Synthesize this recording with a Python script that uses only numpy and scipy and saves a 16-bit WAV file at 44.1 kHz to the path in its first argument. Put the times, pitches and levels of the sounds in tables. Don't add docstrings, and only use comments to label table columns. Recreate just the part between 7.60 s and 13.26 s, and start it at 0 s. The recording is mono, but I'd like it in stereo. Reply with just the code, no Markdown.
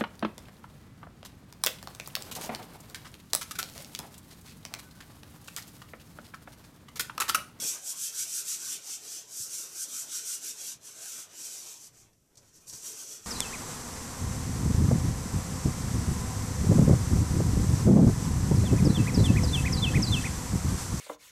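import sys
import numpy as np
from scipy import signal
from scipy.fft import rfft, irfft, next_fast_len
from scipy.io import wavfile
from scipy.ndimage import uniform_filter1d, map_coordinates

SR = 44100
rng = np.random.default_rng(int(sys.argv[2]) if len(sys.argv) > 2 else 0)


def master(y):
    cut = np.clip(np.atleast_2d(y).T, -1, 1)
    pcm = np.round(cut * 32767)
    wavfile.write(sys.argv[1], SR, pcm.astype(np.int16))


N = 249606

# fastest_s, rise_s, fall_s, hiss_db, scrape_db, hollow_db, brightness_db
PALM_STROKES = [ (0.079, .115, 0.088, -30.5, -45, -56, 2), (.311, 0.073, 0.025, -34.5, -51.5, -64, 5.5),
                (.448, 0.086, .056, -32, -47.5, -55, 3), (0.622, .084, 0.031, -31, -47.5, -53.5, 2.5),
                (0.78, 0.11, 0.05, -31.5, -46.5, -54.5, 3), (0.918, 0.068, .048, -31, -46.5, -51.5, 2),
                (1.127, 0.17, 0.059, -34.5, -48, -55, 2), (1.332, 0.091, 0.048, -35.5, -49, -62.5, 1.5),
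                (1.549, .135, 0.074, -37, -51.5, -62, 0.5), (1.823, 0.1, 0.056, -34, -56, -63, 3),
                (1.952, .062, 0.14, -36.5, -51.5, -58, 4), (2.227, 0.085, 0.033, -33.5, -53, -58, 3.5),
                (2.386, 0.11, 0.068, -35, -50, -57, 3), (2.561, 0.068, 0.056, -32.5, -47, -55, 1.5),
                (2.726, .091, 0.05, -32.5, -47.5, -57, 2.5), (2.881, 0.066, 0.05, -35, -47.5, -56.5, 3.5),
                (3.091, 0.12, 0.05, -36, -50, -58, 2.5), (3.275, 0.045, 0.047, -43.5, -57, -66, 4.5),
                (3.456, 0.12, 0.12, -42.5, -62, -73, 5), (3.604, 0.21, 0.047, -40.5, -51.5, -56.5, 3),
                (3.85, 0.11, 0.11, -39, -52, -63, 2.5), (3.95, .06, 0.1, -40.5, -55, -64, 2.5),
                (4.095, 0.11, 0.081, -42, -54, -70, 2.5), (4.255, 0.094, 0.034, -46.5, -63.5, -76, 3.5),
                (4.385, 0.071, 0.077, -55.5, -73, -87, 4.5), (4.88, 0.11, 0.065, -61.5, -75, -86, 5),
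                (4.96, .03, 0.04, -54, -72, -80, 4), (5.035, .05, .05, -60, -70.5, -82, 8),
                (5.09, 0.019, 0.036, -43, -68, -76, 5), (5.14, .018, 0.15, -43, -63, -71, 1.5),
                (5.262, .033, 0.08, -39, -53.5, -64.5, 5), (5.424, 0.11, .038, -40, -57, -66, 1.5),
                (5.526, 0.086, 0.071, -40, -56, -67, 1), (5.685, 0.07, .064, -46.5, -62.5, -72, 4)]
# time_s, level_db
DRAG_LEVELS = [(0, -51), (.13, -51), (.22, -60), (.34, -58.5), (1.5, -60), (2.5, -58.5), (3.1, -60),
               (4.2, -60.5), (4.68, -66.5), (5.03, -65.5), (5.25, -59), (5.66, -59.5)]
# start_s, force_db, t60_s
PAPER_TICKS = [(0.0704, -13, 0.056), (4.5306, -51, 0.045), (4.7546, -42, 0.032), (4.772, -35.5, 0.082),
               (5.005, -50, 0.05), (5.0764, -32, 0.05), (5.096, -26, 0.054), (5.1267, -29, 0.04),
               (5.135, -25, 0.06), (5.5074, -36, 0.05)]
# start_s, thud_db, pat_db, t60_s
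HAND_BUMPS = [(.019, -51, -44, 0.35), (0.583, -56, -68, 0.18), (1.15, -65, -54, .16),
              (1.796, -47, -68, 0.14), (3.154, -55, -72, .14), (3.196, -59, -72, .14),
              (3.671, -55, -75, .16), (4.281, -56, -72, 0.18), (4.314, -58, -77, 0.22),
              (4.448, -55, -74, .11), (4.775, -55, -60, 0.17), (4.829, -66, -73, .18),
              (4.98, -54.5, -66, .22), (5.069, -53, -66, .18), (5.127, -52, -51.5, 0.16)]
# peak_s, rise_s, fall_s, rumble_db
ARM_SHIFTS = [(.63, 0.07, 0.044, -66), (4.45, 0.16, 0.16, -61.5), (4.9, 0.24, 0.42, -63.5),
              (5.64, .12, .1, -64)]

# freq_hz, density_db
HISS_SPECTRUM = [(1500, -48), (3000, -24), (4500, -2), (6500, 0.5), (9000, -2.5), (12000, -4.5),
                 (14500, -8)]
SCRAPE_SPECTRUM = [(500, -37), (900, -23), (1300, -16), (2050, -11.5), (2550, -2), (2830, -2.5),
                   (3120, -0.5), (3600, -0.5), (4200, -1.5), (5500, -19), (9000, -52)]
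HOLLOW_SPECTRUM = [(500, -81), (950, -16), (1250, -8), (1400, 1), (1530, 2.5), (1650, -3.5), (1850, -10.5),
                   (2400, -11), (5000, -45)]
DRAG_SPECTRUM = [(30, -36), (80, -17), (140, -5), (260, -4.5), (380, -.5), (560, -5), (800, -8.5),
                 (1200, -9), (2500, -16), (5000, -29.5)]
SNAP_SPECTRUM = [(300, -11), (2500, -11), (4500, 7), (7000, 6), (14000, -5)]
THUD_SPECTRUM = [(30, -21), (70, 3.5), (130, 1.5), (200, -6), (400, -20), (1500, -54), (4000, -72)]
PAT_SPECTRUM = [(40, -25), (120, -2), (350, -1.5), (700, -7.5), (1500, -14), (3000, -22), (6000, -45)]
RUMBLE_SPECTRUM = [(20, -7), (45, -3), (80, -2), (130, -6.5), (220, -18), (600, -41), (2000, -80)]
ROOM_SPECTRUM = [(15, -33), (25, -16), (87, -5), (129, -3), (584, -20), (703, -22), (824, -38),
                 (14000, -29.5)]
# freq_hz, share
HISS_TOP_BAND = [(6200, 0.039), (9000, 1)]
MID_DIP_BAND = [(350, 0.15), (650, 0.86), (1100, 0.84), (1500, 0.47)]
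# freq_hz, gain_db
ECHO_EQ = [(3000, 4.7), (7000, 0.5)]
RIGHT_PORT_EQ = [(1500, -3), (2800, -1), (6500, -2.5), (10000, -6)]
# pitch_hz, width_hz, strength_db
PORT_RESONANCES = [(7480, 1780, 5), (5920, 630, 13)]
# freq_hz, correlation
PORT_CORRELATION = [(25, -0.52), (65, -0.96), (200, -0.44), (450, -0.38), (800, 0.043), (1550, 0.01),
                    (1900, 0.2), (2900, 0.32), (4200, -0.07), (5500, 0.042)]

HISS_EDGE_DB, BAND_LIMIT_HZ = 9.5, 14620
BELL_EXPONENT = 1.79


def rubbing(grain=0.46, judder_db=0.65, pan_db=0.6):
    hiss_db, scrape_db, _, bright_db = np.transpose(PALM_STROKES)[3:]
    effort_db = stroke_effort_db()
    hiss_gain = swells(PALM_STROKES, hiss_db, HISS_EDGE_DB)
    brightness = swells(PALM_STROKES, hiss_db + bright_db, HISS_EDGE_DB) / hiss_gain
    judder = amp(judder_db * wobble(rate_hz=70))
    fibres = lambda: white() + grain * slips(rate_hz=1500 * amp(effort_db / 2), life_s=0.00082)
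    hiss = at_ports(roaming(fibres(), depth_db=1.57), HISS_SPECTRUM)
    top = filtered(hiss, lambda hz: along(HISS_TOP_BAND, hz))
    hiss += top * (brightness * amp(0.21 * effort_db) - 1)
    scrape = at_ports(roaming(fibres(), depth_db=3), SCRAPE_SPECTRUM)
    friction = hiss_gain * hiss + swells(PALM_STROKES, scrape_db, edge_db=7) * scrape
    balance_db = pan_db * (0.5 - np.arange(N) / N)
    return judder * friction * amp([balance_db / 2, -balance_db / 2])


def slips(rate_hz, life_s):
    catches = (rng.random(N) < rate_hz / SR) * rng.uniform(0.46, 1, N)
    energy = signal.lfilter([1], [1, -np.exp(-1 / (life_s * SR))], catches / rate_hz)
    return unit_rms(np.sqrt(energy) * white())


def roaming(pair, depth_db):
    bands = signal.stft(pair, nperseg=1024)[2]
    field = rng.standard_normal(bands.shape[1:])
    field = uniform_filter1d(field, size=5, axis=0)
    field = uniform_filter1d(field, size=8, axis=1)
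    return signal.istft(bands * amp(depth_db * unit_rms(field)), nperseg=1024)[1][:, :N]


def stroke_effort_db():
    hiss_db = np.transpose(PALM_STROKES)[3]
    level_db = 20 * np.log10(swells(PALM_STROKES, hiss_db, HISS_EDGE_DB))
    return level_db - np.median(level_db)


def hand_hollow():
    hollow_db = np.transpose(PALM_STROKES)[5]
    ring = at_ports(roaming(white(), depth_db=4), HOLLOW_SPECTRUM)
    return swells(PALM_STROKES, hollow_db, edge_db=7) * ring


def sheet_drag(gain_db=2, lumpy_db=1.5, dip_above_db=3.5):
    time_s, level_db = np.transpose(DRAG_LEVELS)
    drag_db = np.interp(np.arange(N) / SR, time_s, level_db)
    hiss_db = stroke_effort_db()
    drumming = roaming(white(), depth_db=3) * amp(lumpy_db * wobble(rate_hz=35))
    rush = at_ports(drumming, DRAG_SPECTRUM)
    mids = filtered(rush, lambda hz: along(MID_DIP_BAND, hz))
    mid_dip_db = -2.8 * np.maximum(hiss_db - dip_above_db, 0)
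    rush += mids * (amp(mid_dip_db) - 1)
    follow_db = 0.18 * np.minimum(hiss_db, 0)
    return amp(drag_db + gain_db + follow_db) * rush


def ticks(gain_db=-11, ceiling_db=-38):
    snap = at_ports(white(), SNAP_SPECTRUM)
    force = amp(gain_db) * blows(PAPER_TICKS, attack_s=0.00046)
    return amp(ceiling_db) * np.tanh(force / amp(ceiling_db)) * snap


def bumps(gain_db=-1):
    start_s, thud_db, pat_db, t60_s = np.transpose(HAND_BUMPS)
    thuds = blows(zip(start_s, thud_db, t60_s), attack_s=0.002) * at_ports(white(), THUD_SPECTRUM)
    pats = blows(zip(start_s, pat_db, t60_s), attack_s=0.0012) * at_ports(white(), PAT_SPECTRUM)
    return amp(gain_db) * (thuds + pats)


def table_rumble(resting_db=-80):
    rumble_db = np.transpose(ARM_SHIFTS)[3]
    gain = amp(resting_db) + swells(ARM_SHIFTS, rumble_db, edge_db=10)
    return gain * at_ports(white(), RUMBLE_SPECTRUM)


def reflections(direct, gain_db=-12, count=24):
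    delays_s = rng.uniform(0.002, 0.022, (count, 2))
    signs = rng.choice([-1, 1], (count, 2))
    taps = np.zeros((2, SR // 10))
    taps[[0, 1], (delays_s * SR).astype(int)] = signs * amp(gain_db) / np.sqrt(count)
    copies = signal.fftconvolve(direct, taps, axes=1)[:, :N]
    return filtered(copies, lambda hz: amp(along(ECHO_EQ, hz)))


def room(level_db=-65):
    return amp(level_db) * at_ports(white(), ROOM_SPECTRUM)


def port_response(hz):
    left, right = [1 + amp(db) * 1j * hz * width_hz / (pitch_hz ** 2 - hz ** 2 + 1j * hz * width_hz)
                   for pitch_hz, width_hz, db in PORT_RESONANCES]
    return np.array([left, right * amp(along(RIGHT_PORT_EQ, hz))])


def at_ports(pair, spectrum):
    def mid_side_gains(hz):
        angle_rad = np.arccos(along(PORT_CORRELATION, hz)) / 2
        return amp(along(spectrum, hz)) * np.array([np.cos(angle_rad), np.sin(angle_rad)])
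    mid, side = filtered(pair, mid_side_gains)
    return unit_rms(filtered(np.array([mid + side, mid - side]), port_response))


def swells(moves, levels_db, edge_db):
    time_s = np.arange(0, N, 64) / SR
    peak_s, rise_s, fall_s = np.transpose(moves)[:3, :, None]
    away = np.abs(time_s - peak_s) / np.where(time_s < peak_s, rise_s, fall_s)
    bells = amp(levels_db[:, None] - edge_db * away ** BELL_EXPONENT)
    return np.interp(np.arange(N) / SR, time_s, np.linalg.norm(bells, axis=0)) + 1e-6


def blows(events, attack_s):
    age_s = np.arange(SR // 3) / SR
    envelope = np.zeros(N + SR)
    for start_s, peak_db, t60_s in events:
        shape = (1 - np.exp(-age_s / attack_s)) * amp(-60 * age_s / t60_s)
        envelope[round(start_s * SR):][:len(shape)] += amp(peak_db) * shape / shape.max()
    return envelope[:N]


def wobble(rate_hz):
    knots = rng.standard_normal(int(N * rate_hz / SR) + 4)
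    return map_coordinates(knots, [np.arange(N) * rate_hz / SR])


def white():
    return rng.standard_normal((2, N))


def filtered(x, response):
    size = next_fast_len(N + 8192)
    return irfft(rfft(x, size) * response(np.fft.rfftfreq(size, 1 / SR)), size)[..., :N]


def along(points, hz):
    freq_hz, values = np.transpose(points)
    return np.interp(np.log(hz + 1), np.log(freq_hz + 1), values)


def amp(db):
    return 10 ** (np.asarray(db) / 20)


def unit_rms(x):
    return x / np.sqrt(np.mean(x ** 2) + 1e-20)


def scene():
    direct = rubbing() + hand_hollow() + sheet_drag() + table_rumble() + bumps() + ticks()
    return direct + reflections(direct) + room()


def record(dry):
    return filtered(dry, lambda hz: hz < BAND_LIMIT_HZ)


dry = scene()
out = record(dry)
master(out)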